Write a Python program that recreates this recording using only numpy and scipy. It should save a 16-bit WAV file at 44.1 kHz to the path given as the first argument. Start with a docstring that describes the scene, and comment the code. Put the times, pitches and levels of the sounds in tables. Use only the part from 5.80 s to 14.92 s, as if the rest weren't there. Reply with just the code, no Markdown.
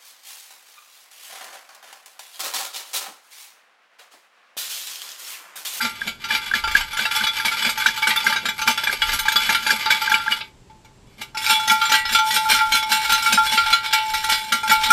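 """Over a quiet yard and a gusty draught, a catalytic converter is shaken in an open garage. From the first
stroke, about five a second, chunks of its broken ceramic core knock on the steel can, clack together and
scrape along it, pushing puffs of air through the pipe. Two hands hold the can and keep its ring short.
Near 3 s it bumps something soft, and near 5 s it rests. From 5.5 s it is shaken hanging from one hand,
so a low note of its wall rings on between the blows."""
import sys
import numpy as np
from scipy import signal
from scipy.fft import rfft, irfft, next_fast_len
from scipy.io import wavfile
from scipy.ndimage import uniform_filter1d

SR = 44100
rng = np.random.default_rng(int(sys.argv[2]) if len(sys.argv) > 2 else 0)


def dump_mix(stems):
    """Bounce the given channels to the path in sys.argv[1] as a 16-bit WAV at rate SR."""
    frames = np.atleast_2d(stems).T  # one column per channel
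    limited = np.clip(frames, -1, 1)  # hard clip at full scale
    pcm = np.round(limited * 32767).astype(np.int16)
    wavfile.write(sys.argv[1], SR, pcm)


N = 402191
TIME = np.arange(N) / SR
AGE = np.arange(int(.6 * SR)) / SR  # seconds since a hit
HANG_S = 5.5  # from here on the can hangs from one hand

# Levels are relative: each layer gets its own gain later. t60 is the time a sound takes to fall 60 dB.
# Tone colours of the yard, the draught and a thin, steady hiss: f/Hz, level/dB
YARD_SPECTRUM = [(15, -46), (25, -9.5), (75, -16), (115, -9), (167, -14.5), (363, -21), (404, -15.5),
                 (438, -24), (729, -27.5), (879, -24), (1280, -31.5), (3630, -35), (7480, -39),
                 (15000, -57)]
WIND_SPECTRUM = [(15, -1), (30, 3.5), (45, -6.5), (70, -3), (120, -23), (250, -47.5)]
HISS_SPECTRUM, HISS_DB = [(7000, -17), (7600, 1.5), (8200, -19)], -72
# Gusts of draught: t/s, half width/s, level/dB
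GUSTS = [(.94, 0.12, -40), (1.43, .04, -56), (3.32, .075, -38), (3.7, .08, -51), (6.29, .06, -44),
         (6.74, .05, -46), (6.91, 0.034, -42), (7.33, 0.05, -48), (7.62, .06, -45), (7.88, 0.043, -42),
         (8.43, .09, -44), (9.03, .06, -41)]
# Strokes of the hand: landing t/s, air puff/dB, landing scrape/dB, slide scrape/dB, grit versus scrape/dB
STROKES = [(0.051, -33.5, -16.5, -27, -6), (0.28, -36, -25.5, -27, -8.5), (0.54, -37, -16, -26.5, -11.5),
           (0.762, -39, -16, -23.5, -10.5), (0.971, -41, -13.5, -26, -8.5), (1.221, -41, -15, -22.5, -10.5),
           (1.44, -39, -16.5, -17, -8.5), (1.669, -40, -14.5, -20, -9.5), (1.872, -31.5, -17, -19.5, -9),
           (2.098, -41, -18.5, -16.5, -9.5), (2.289, -37, -13, -21.5, -8), (2.48, -35, -13, -20.5, -10),
           (2.662, -33, -27, -22.5, -12), (2.891, -33, -15.5, -24.5, -6.5), (3.11, -39.5, -14.5, -22, -9),
           (3.338, -39, -12.5, -19.5, -8.5), (3.57, -40.5, -36, -20, -11), (3.711, -31, -13.5, -16, -9),
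           (3.93, -32.5, -10.5, -21.5, -7.5), (4.122, -36.5, -9.5, -21, -12),
           (4.338, -37.5, -20, -16.5, -11.5), (4.519, -42.5, -17, -30, -10), (5.41, -45, -32, -55, -9),
           (5.718, -40, -10.5, -21, -5), (5.919, -35, -17.5, -28, -5), (6.129, -35.5, -14.5, -19.5, -7),
           (6.331, -42, -15, -43, -5.5), (6.56, -36, -16.5, -20.5, -0.5), (6.74, -37, -10, -24, -4.5),
           (6.939, -37.5, -13.5, -25, -4.5), (7.132, -40, -12.5, -35, -4.5), (7.329, -41, -10.5, -18.5, -7),
           (7.548, -29.5, -14.5, -14, -4.5), (7.74, -37.5, -13, -21.5, -4), (7.92, -47, -12.5, -18.5, -9.5),
           (8.141, -57, -12.5, -20.5, -13), (8.351, -48.5, -18.5, -24.5, -4.5), (8.522, -44, -13, -26, -5),
           (8.74, -35, -19, -29.5, -4.5), (8.92, -35.5, -13, -39, -7), (9.11, -35, -12.5, -17.5, -6.5)]
# Shape of a stroke: slide's lead on the landing/s, slide's half width/s, settling speed/(dB/s)
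STROKE_HELD, STROKE_HANGING = (.09, 0.043, 209), (0.074, 0.033, 193)
# Chunks hitting the can: t/s, ring/dB, grit/dB, first low note/dB, second low note/dB
KNOCKS = [(.006,-28,-48,-36,-29), (.048,-21,-32,-36,-27), (0.272,-20.5,-32,-57,-36.5),
          (.439,-24.5,-36,-57,-32.5), (.505,-19,-34.5,-30,-44), (.548,-18.5,-29.5,-33,-29.5),
          (.736,-23.5,-39,-40,-27.5), (0.838,-21,-39,-28.5,-22), (.875,-20,-39,-30,-36),
          (.911,-24,-34,-37,-34), (0.951,-19.5,-41,-59,-39), (1.007,-19,-33,-39,-36),
          (1.129,-29,-35,-34,-30), (1.169,-21.5,-29,-46,-32), (1.19,-20,-33,-48,-37),
          (1.253,-17.5,-34,-29,-28.5), (1.31,-20.5,-36,-39,-28), (1.355,-35,-25.5,-27.5,-29),
          (1.437,-16,-35,-38,-45), (1.467,-15.5,-29,-38,-29), (1.597,-25.5,-32,-32,-30),
          (1.649,-15.5,-25.5,-50,-45), (1.679,-25,-33,-45,-40), (1.714,-22.5,-32.5,-40,-26),
          (1.821,-18,-29,-45,-47), (1.847,-15.5,-26,-31,-36), (1.89,-18.5,-25,-40,-39),
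          (1.974,-23.5,-28.5,-28.5,-31), (2.059,-15,-22.5,-52,-35), (2.173,-23,-34,-30.5,-32),
          (2.221,-17,-36,-24,-38), (2.27,-16,-24,-26,-37), (2.305,-14.5,-40,-28.5,-49),
          (2.358,-16.5,-26,-31,-26.5), (2.44,-36,-30,-25.5,-37), (2.464,-18,-26,-31,-26),
          (2.496,-20.5,-32,-26,-34), (2.524,-18.5,-33,-30,-31), (2.559,-16,-33,-35,-33),
          (2.653,-17.5,-29,-51,-29.5), (2.685,-17.5,-29.5,-34,-37), (2.788,-24,-37,-33,-38),
          (2.815,-21,-28,-26.5,-28), (2.874,-11.5,-21,-23.5,-26), (2.903,-21.5,-30,-30,-41),
          (2.974,-18.5,-30.5,-34,-27.5), (3.034,-18.5,-28,-47,-46), (3.07,-19,-33,-35,-35),
          (3.218,-17,-28.5,-25.5,-26), (3.289,-19,-36,-30,-42), (3.331,-30,-23.5,-52,-29),
          (3.388,-19.5,-22.5,-31,-31), (3.453,-24,-38,-24,-36), (3.481,-16,-25.5,-29,-34),
          (3.518,-18,-26,-32,-33), (3.557,-13.5,-24,-29,-22), (3.691,-16,-25.5,-24.5,-30),
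          (3.747,-13.5,-27,-33.5,-22), (3.864,-16.5,-27.5,-26,-30), (3.904,-17.5,-22,-25.5,-28),
          (4.058,-16.5,-43,-21,-27), (4.103,-13,-22.5,-26,-32), (4.214,-21,-28.5,-25.5,-26.5),
          (4.295,-23,-29,-22.5,-31), (4.316,-19,-27.5,-20,-23), (4.341,-16,-29,-24,-24),
          (4.398,-27,-49,-39,-28), (4.461,-29,-44,-27,-27), (4.519,-19,-40,-37,-31),
          (4.606,-25,-58,-43,-59), (4.897,-53,-69,-44,-70), (5.046,-47.5,-55,-51,-63),
          (5.413,-26.5,-35,-49,-49), (5.546,-34,-39,-30.5,-33.5), (5.57,-21,-27,-34,-39),
          (5.621,-36,-32,-40,-43), (5.662,-16.5,-27,-29,-27), (5.694,-14.5,-22,-20.5,-20),
          (5.737,-23,-38,-22.5,-40), (5.795,-29,-33,-27,-27.5), (5.875,-16,-21.5,-25,-26),
          (5.897,-12,-21,-27,-20), (5.913,-38,-20.5,-16,-17.5), (6.013,-15.5,-32,-23.5,-18),
          (6.051,-20.5,-33,-32.5,-26), (6.093,-19,-24,-25.5,-50), (6.117,-11.5,-19.5,-23,-18),
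          (6.138,-14,-28,-20,-26), (6.251,-19,-39,-35,-29), (6.289,-19.5,-32,-34,-46),
          (6.326,-20,-22,-35,-36), (6.347,-10.5,-22,-29,-16.5), (6.385,-17.5,-26,-20,-17.5),
          (6.506,-16,-27,-29,-42), (6.562,-16,-37,-22.5,-25), (6.654,-37,-37,-20.5,-24),
          (6.717,-13.5,-26,-34,-33), (6.745,-33,-26,-24,-21.5), (6.786,-18,-40,-29,-23),
          (6.807,-23,-41,-18.5,-16.5), (6.92,-11.5,-22,-30,-26), (6.943,-24,-30,-27.5,-21.5),
          (7.025,-19.5,-29,-26,-33), (7.099,-29,-35,-26,-40), (7.116,-19,-20,-22.5,-22.5),
          (7.245,-32,-40,-30,-29), (7.294,-18,-28,-27,-25), (7.319,-16,-20.5,-25.5,-18.5),
          (7.421,-25.5,-23.5,-32.5,-26), (7.459,-23,-28,-25,-17.5), (7.523,-11.5,-16,-34,-38),
          (7.574,-36,-43,-17.5,-13), (7.666,-20.5,-37,-30.5,-38), (7.72,-17,-25.5,-22.5,-36),
          (7.774,-12.5,-39,-28,-14.5), (7.86,-18.5,-42,-25,-23.5), (7.926,-11.5,-23,-36,-17.5),
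          (8.04,-34,-38,-31.5,-33), (8.131,-12.5,-17.5,-22.5,-21.5), (8.335,-21,-28,-23.5,-29.5),
          (8.44,-21.5,-27.5,-27.5,-29), (8.488,-24,-31,-19.5,-24), (8.52,-16.5,-28,-25.5,-29),
          (8.72,-13,-21,-32.5,-20.5), (8.831,-26,-32.5,-24,-25), (8.875,-19,-29,-32,-31),
          (8.895,-14,-22,-30,-41), (8.911,-15,-20.5,-16.5,-16.5), (9.06,-26,-40,-24,-29),
          (9.103,-19.5,-17.5,-17,-12)]
# The can's modes, the notes it rings at by itself: f/Hz, level held/dB, level hanging/dB
CAN_MODES = [(620, -26, -22), (888, -5, -14), (1200, -1, -9), (1575, -2, -4), (1940, -5, 2.5),
             (2062, -2, -14), (2152, -3, -4), (2191, -6, 0), (2258, 2, 3), (2340, 2, 0), (2365, 2, 0),
             (2519, -18, -7), (2733, -2, 1), (2794, -8, -3), (2977, 2, 2), (3160, -9, 1), (3387, -2, 1),
             (3415, 3, 3), (3521, -8, -7), (3623, -12, -4), (3712, -12, -5), (3816, 0, 1), (4075, -14, 4),
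             (4172, -18, -5), (4258, -15, -5), (4630, -7, -3), (4725, -2, -8), (4890, -6, -6),
             (5211, -20, -3), (5760, -21, -9), (7219, -26, -6)]
# Tone colours of the can's many crowded modes and of crunching ceramic: f/Hz, level/dB
CROWDED_SPECTRUM = [(120, -36), (350, -18.5), (620, -11.5), (730, -17), (890, 5), (1080, -13.5), (1400, 2),
                    (1650, 6.5), (1850, -9), (2300, 5), (2600, -1.5), (3400, 1), (4800, -2.5), (6200, -20)]
GRIT_SPECTRUM = [(4000, -5.5), (5500, 4), (7300, -1), (8200, -1), (10500, -5), (12500, -2), (14500, -10.5),
                 (15700, -19.5)]
# Chunks hitting each other: t/s, level/dB
CLACKS = [(.006,-17.5), (.215,-17), (.505,-19), (.712,-15), (.736,-12), (.95,-5), (.964,-19), (1.19,-15.5),
          (1.409,-17), (1.597,-20), (1.847,-27), (2.019,-19.5), (2.059,-6), (2.084,-14.5), (2.221,-24),
          (2.27,-10), (2.465,-9.5), (2.524,-17), (2.685,-19), (2.874,-19.5), (3.07,-15), (3.094,-16),
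          (3.218,-16), (3.481,-11), (3.518,-21.5), (3.691,-13.5), (3.747,-23.5), (3.863,-14.5),
          (3.892,-13.5), (3.904,-10.5), (4.103,-12), (4.275,-13.5), (4.316,-11), (4.478,-12.5),
          (6.117,-23.5), (6.138,-11), (6.717,-18), (7.116,-19.5), (7.574,-22), (7.294,-23), (8.131,-26),
          (8.72,-21), (8.895,-16), (8.911,-17)]
# Two low notes of the wall: f/Hz, t60 held/s, t60 hanging/s, roughness while rubble scrapes (0-1)
LOW_MODES = [(872.3, 0.34, 2.5, 0.21), (1381.8, 0.27, 0.32, 0.58)]
# A chunk leans on the hanging wall and chokes its long low note: t/s, length/s
LEANS = [(5.924, 0.095), (6.14, .12), (6.75, .03), (6.825, 0.042), (7.21, .05), (7.37, .05), (7.603, .06),
         (7.79, 0.045), (8.35, 0.059), (8.485, 0.068), (8.753, 0.067), (8.933, 0.034)]
# Clear pings of the can or a shard: t/s, f/Hz, level/dB, t60/s
PINGS = [(0.019, 4780, -21, 0.13), (0.549, 2350, -12, 0.076), (1.251, 2710, -13, 0.064),
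         (1.488, 3430, -17, 0.14), (1.682, 2266, -12, 0.066), (2.06, 3810, -13.5, 0.064),
         (2.225, 2250, -18, 0.32), (2.308, 3811, -18, 0.088), (2.372, 3530, -9, 0.063),
         (2.463, 2096, -15.5, 0.13), (2.88, 2320, -9, 0.024), (3.07, 2357, -13.5, 0.068),
         (3.217, 2930, -16.5, 0.12), (3.219, 3330, -11, 0.079), (3.559, 3410, -13.5, 0.23),
         (3.562, 4700, -4.5, 0.03), (3.905, 4650, -15, 0.076), (4.12, 2270, -8.5, 0.097),
         (4.339, 2950, -14.5, 0.1), (4.341, 2335, 2, 0.022), (4.519, 2900, -11, 0.087),
         (5.69, 7260, -24, 0.18), (5.694, 3750, -18, 0.15), (5.744, 3406, -15, 0.3),
         (5.897, 3400, -12, 0.096), (6.054, 7250, -22, 0.099), (6.139, 1945, -21, 0.75),
         (6.14, 3210, -12.5, 0.083), (6.334, 7235, -21, 0.11), (6.349, 2342, -21, 0.33),
         (6.564, 3320, -14, 0.048), (6.719, 2360, -14.5, 0.13), (6.919, 6640, -25.5, 0.23),
         (6.927, 4130, -13.5, 0.11), (7.113, 4030, -18.5, 0.15), (7.331, 4060, -17, 0.17),
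         (7.335, 6270, -19.5, 0.11), (7.457, 2270, -18.5, 0.43), (7.536, 11150, -55, 0.18),
         (7.54, 5220, -22.5, 0.18), (7.667, 3400, -21, 0.43), (7.776, 3170, -15, 0.1),
         (7.926, 3381, -13, 0.12), (7.928, 4060, -13, 0.12), (8.133, 2266, -19, 0.27),
         (8.521, 4880, -24, 0.25), (8.729, 8463, -30, 0.15), (8.92, 12231, -22, 0.088),
         (8.926, 13458, -30, 0.14), (9.101, 2400, -15, 0.071)]
# Tone colour of air in the pipe: f/Hz, level/dB
PIPE_SPECTRUM = [(110, -27), (170, -13), (205, -1), (235, 2), (275, -17.5), (420, -15), (700, -16)]
# One dull bump of the whole can: t/s, level/dB, t60/s
BUMP = (3.126, -25, .07)
# Tone colour of that bump: f/Hz, level/dB
BUMP_SPECTRUM = [(140, -15), (250, -20), (450, 1), (650, -5), (900, -13)]


def undb(db):
    """Turn decibels into a gain to multiply by."""
    return 10 ** (np.asarray(db) / 20)


def unit(x):
    """Scale a sound so that its energy is 1."""
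    return x / np.sqrt(np.sum(x ** 2) + 1e-18)


def fade(t, t60):
    """Die away by 60 dB every t60 seconds."""
    return np.exp(-np.log(1000) * t / t60)


def swell(t, width_s):
    """A bell-shaped rise and fall around t = 0."""
    return np.exp(-.5 * np.minimum(np.abs(t / width_s), 10) ** 2)


def add(out, s, x):
    """Mix x into out, starting at s seconds."""
    start = max(int(s * SR), 0)
    out[start:start + len(x)] += x[:max(N - start, 0)]


def noise(spectrum, size=N):
    """Noise of strength (rms) 1 with the given tone colour, falling away beyond its ends."""
    hz, db = np.transpose(spectrum)
    padded = next_fast_len(size)
    f = np.arange(padded // 2 + 1) * SR / padded + 1e-3
    edges = np.minimum(1, np.minimum(f / hz[0], hz[-1] / f)) ** 4
    gain = undb(np.interp(np.log(f), np.log(hz), db)) * edges
    x = irfft(rfft(rng.standard_normal(padded)) * gain, padded)[:size]
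    return x / np.std(x)


def wander(rate):
    """Smooth random motion that changes course rate times a second."""
    step = int(SR / rate)
    x = uniform_filter1d(np.repeat(rng.standard_normal(N // step + 1), step), step)[:N]
    return x / np.std(x)


def flutter(t, width_hz):
    """A random wobble of size and phase: the unsteady grip of a rough surface."""
    span = max(int(SR / width_hz), 1)
    wobble = uniform_filter1d(rng.standard_normal((2, len(t))), span, mode="wrap") * np.sqrt(span / 2)
    return wobble[0] + 1j * wobble[1]


def ring(force, response):
    """The sound of a body pushed by a force, given its response to one tap."""
    return signal.fftconvolve(force, response)[:N]


def yard():
    """The steady hush outside, with a thin, high hiss."""
    return undb(-51.5) * noise(YARD_SPECTRUM) + undb(HISS_DB) * noise(HISS_SPECTRUM)


def draught(calm_db=-61.5):
    """Slow gusts from the open door rumble on the microphone."""
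    gusts = sum(undb(db) * swell(TIME - s, width) for s, width, db in GUSTS)
    return (undb(calm_db) + gusts) * noise(WIND_SPECTRUM)


def shaking(pile_lead_s=0.0093, pile_db_per_s=390):
    """Rubble slides, then piles up at the can's end. Returns the gains of scrape, grit and air."""
    scrape, dust, air = np.zeros((3, N))
    for s, puff_db, land_db, slide_db, grit_db in STROKES:
        near = slice(max(int((s - .4) * SR), 0), int((s + .4) * SR))
        t = TIME[near] - s
        since_pile = t + pile_lead_s
        lead_s, width_s, settle_db_per_s = STROKE_HELD if s < HANG_S else STROKE_HANGING
        pile = undb(land_db + np.minimum(pile_db_per_s * since_pile, -settle_db_per_s * since_pile))
        slide = undb(slide_db) * swell(t + lead_s, width_s)
        puff = swell(t, width_s=0.016) + undb(-14.5) * swell(t, width_s=0.085)
        scrape[near] += pile ** 2 + slide ** 2
        # sliding crushes a little less grit than landing
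        dust[near] += (pile * undb(grit_db)) ** 2 + (slide * undb(grit_db - 0.5)) ** 2
        air[near] += (undb(puff_db) * puff) ** 2
    return np.sqrt([scrape, dust, air])


def scrapes(motion, dust, can, grit, scrape_db, dust_db, catches_per_s=200):
    """Four rough pieces catch on the steel in fits and starts, each on its own spot."""
    out = np.zeros(N)
    for _ in range(4):
        catches = rng.random(N) < catches_per_s / SR
        sizes = undb(6.0 * np.clip(rng.standard_normal(N), -2, 2))
        taps = catches * sizes * rng.choice([-1, 1], N)
        force = taps / np.std(taps) * undb(3.55 * wander(35) - 2.0)
        out += undb(scrape_db) * ring(force * motion, can())
        out += undb(dust_db) * ring(force * dust, grit())
    return out


def steel_can(levels_db, mode_t60, crowd_t60, crowd_db, spot_db):
    """Returns a maker of rings: clear notes, mixed anew for each struck spot, over a short noisy wash."""
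    hz = np.array(CAN_MODES)[:, :1]
    t = AGE[:len(AGE) * 2 // 3]
    t60 = mode_t60 * (2500 / hz) ** .3  # higher notes die sooner
    notes = np.sin(2 * np.pi * (hz * t + rng.random(hz.shape))) * fade(t, t60)

    def strike():
        weights = undb(levels_db + spot_db * rng.standard_normal(len(hz)))
        crowd = noise(CROWDED_SPECTRUM, size=len(t)) * fade(t, crowd_t60)
        return unit(unit(weights @ notes) + undb(crowd_db) * unit(crowd))
    return strike


def ceramic_grit(t60, spot_db, shard_db, crack_db, count):
    """Returns a maker of bright crunches: a dry crack and the many high notes of shards and seams."""
    t = AGE[:len(AGE) // 4]
    grit_hz, grit_db = np.transpose(GRIT_SPECTRUM)
    hz = np.linspace(grit_hz[0], grit_hz[-1], count) + 35 * rng.uniform(-1.4, 1, count)
    levels_db = np.interp(hz, grit_hz, grit_db)
    notes = np.sin(2 * np.pi * (hz[:, None] * t + rng.random((count, 1)))) * fade(t, t60)
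    crack = unit(noise(GRIT_SPECTRUM, size=len(t)) * fade(t, 0.047))

    def strike():
        # each shard favours a few groups of nearby notes, so it has a pitch of its own
        favoured = uniform_filter1d(rng.standard_normal(count), size=6)
        change_db = spot_db * rng.standard_normal(count) + shard_db * favoured / np.std(favoured)
        weights = undb(levels_db + change_db) * rng.choice([-1, 1], count)
        return unit(unit(weights @ notes) + undb(crack_db) * crack)
    return strike


def blows(times, levels_db, strike, crush_t60, rise_s, span_s):
    """Each chunk crumbles briefly as it lands, with the energy of span_s seconds at its level."""
    out, t = np.zeros(N), AGE[:len(AGE) // 16]
    press = fade(t, crush_t60) * (1 - np.exp(-t / rise_s))
    for s, db in zip(times, levels_db):
        contact = rng.standard_normal(len(t)) ** 3 * press  # cubing makes the noise spiky
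        hit = unit(signal.fftconvolve(contact, strike()))
        add(out, s, undb(db) * np.sqrt(span_s * SR) * hit)
    return out


def knocking(knocks, can, grit, knock_db, grit_db):
    """Chunks hit the wall: the steel rings and the ceramic crunches."""
    times, ring_db, crunch_db = knocks[:, :3].T
    rings = blows(times, ring_db, can, crush_t60=0.018, rise_s=0.0016, span_s=.012)
    crunches = blows(times, crunch_db, grit, crush_t60=0.028, rise_s=0.005, span_s=0.011)
    return undb(knock_db) * rings + undb(grit_db) * crunches


def clacks(knock_times, knock_db, hz, swell_s, rough, gain_db):
    """A chunk jams and slips against its neighbour: a hollow note that swells and dies in a blink."""
    # besides the listed clacks, every knock jostles the neighbours into a softer one
    jostle_db = knock_db + np.where(knock_times < HANG_S, -9, -26.5)
    events = np.vstack([CLACKS, np.column_stack([knock_times, jostle_db])])
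    pitches = hz * (1 + .055 * rng.uniform(-1.06, 1, len(events)))
    out, t = np.zeros(N), AGE[:len(AGE) // 10]
    burst = (t / swell_s * np.exp(1 - t / swell_s)) ** 2
    tail = undb(-13) * fade(t, 0.065) * (1 - np.exp(-t / swell_s))
    for (s, db), pitch in zip(events, pitches):
        grip = burst * (1 + rough * flutter(t, width_hz=980)) + tail * flutter(t, width_hz=220)
        note = np.imag(grip * np.exp(2j * np.pi * pitch * t))
        add(out, s, undb(db + gain_db) * note / np.abs(note).max())
    return out


def wall_note(times, levels_db, mode, scraping, lean_t60=0.33):
    """Each landing chunk stops the wall's swing and starts a new one; hands and leaning chunks damp it."""
    hz, held_t60, free_t60, rough = mode
    last_hit = np.maximum(np.searchsorted(times, TIME, side="right") - 1, 0)
    leaning = sum((TIME > start) & (TIME < start + length) for start, length in LEANS)
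    hanging_t60 = np.where(leaning, min(lean_t60, free_t60), free_t60)
    t60 = np.where(TIME < HANG_S, held_t60, hanging_t60)
    loss = np.cumsum(1 / t60) / SR  # grows by 1 with every t60 that passes
    loss_since_hit = np.abs(loss - np.interp(times, TIME, loss)[last_hit])
    size = undb(levels_db)[last_hit] * fade(loss_since_hit, 0.99)
    phase = np.cumsum(rng.standard_normal(len(times)) * np.where(times < HANG_S, 1.4, 1.05))
    smoothing = signal.butter(1, 60, fs=SR)  # softens the jump at each hit
    swing = signal.lfilter(*smoothing, size * np.exp(1j * phase)[last_hit])
    jostle = 1 + rough * scraping * (wander(81) + 1j * wander(63))
    return np.imag(swing * jostle * np.exp(2j * np.pi * hz * TIME))


def garage(x, t60, wet_db):
    """The walls add a short wash of echoes after 6 ms; the open door lets most of the sound out."""
    echoes = rng.standard_normal(len(AGE)) * fade(AGE, t60) * (AGE > .006)
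    return x + undb(wet_db) * ring(x, unit(echoes))


def pings(gain_db, rise_s=.002):
    """A hard corner picks out one clear note of the can or of a shard."""
    out = np.zeros(N)
    rise = 1 - np.exp(-AGE / rise_s)
    for (s, hz, db, t60), phase in zip(PINGS, rng.random(len(PINGS))):
        note = np.sin(2 * np.pi * (hz * AGE + phase))
        add(out, s, undb(db + gain_db) * note * fade(AGE, t60) * rise)
    return out


def pipe_air(puffs):
    """The moving core pushes hollow puffs of air through the pipe."""
    return undb(-2.3) * puffs * noise(PIPE_SPECTRUM)


def bump(rise_s=.002):
    """The can knocks against something soft, with no ring."""
    s, db, t60 = BUMP
    out = np.zeros(N)
    shape = fade(AGE, t60) * (1 - np.exp(-AGE / rise_s))
    add(out, s, undb(db) * noise(BUMP_SPECTRUM, size=len(AGE)) * shape)
    return out


def scene():
    """Two bouts of shaking, held and then hanging, over the quiet of the yard."""
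    knocks, modes = np.array(KNOCKS), np.array(CAN_MODES)
    times, ring_db, _, first_db, second_db = knocks.T
    held_knocks, held = times < HANG_S, TIME < HANG_S
    motion, dust, puffs = shaking()
    held_can = steel_can(modes[:, 1], mode_t60=0.15, crowd_t60=0.14, crowd_db=-0.5, spot_db=4.0)
    hanging_can = steel_can(modes[:, 2], mode_t60=0.24, crowd_t60=0.075, crowd_db=-3.0, spot_db=4.5)
    grit = ceramic_grit(t60=.12, spot_db=-1.5, shard_db=7.0, crack_db=-7.0, count=150)
    rattle = knocking(knocks[held_knocks], held_can, grit, knock_db=-1, grit_db=0)
    rattle += scrapes(motion * held, dust * held, held_can, grit, scrape_db=-12.5, dust_db=-13)
    rattle += knocking(knocks[~held_knocks], hanging_can, grit, knock_db=-1.5, grit_db=-1)
    rattle += scrapes(motion * ~held, dust * ~held, hanging_can, grit, scrape_db=-10.5, dust_db=-12)
    rattle += clacks(times, ring_db, hz=1619.5, swell_s=0.0039, rough=0.21, gain_db=3.5)
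    rattle += bump()
    scraping = motion / motion.max()
    wall = undb(3.0) * wall_note(times, first_db, LOW_MODES[0], scraping)
    wall += undb(5.5) * wall_note(times, second_db, LOW_MODES[1], scraping)
    air = pipe_air(puffs)
    outside = yard() + draught()
    inside = garage(rattle + air, t60=0.3, wet_db=-21.0) + pings(gain_db=2.0) + wall
    return (inside + outside)[None]


def record(dry):
    """Round off the loudest peaks and cut the treble above 15450 Hz."""
    rounded = np.tanh(.7 * dry) / .7
    low_pass = signal.ellip(10, .2, 80, 15450, fs=SR, output="sos")
    return signal.sosfilt(low_pass, rounded)


dry = scene()
out = record(dry)
dump_mix(out)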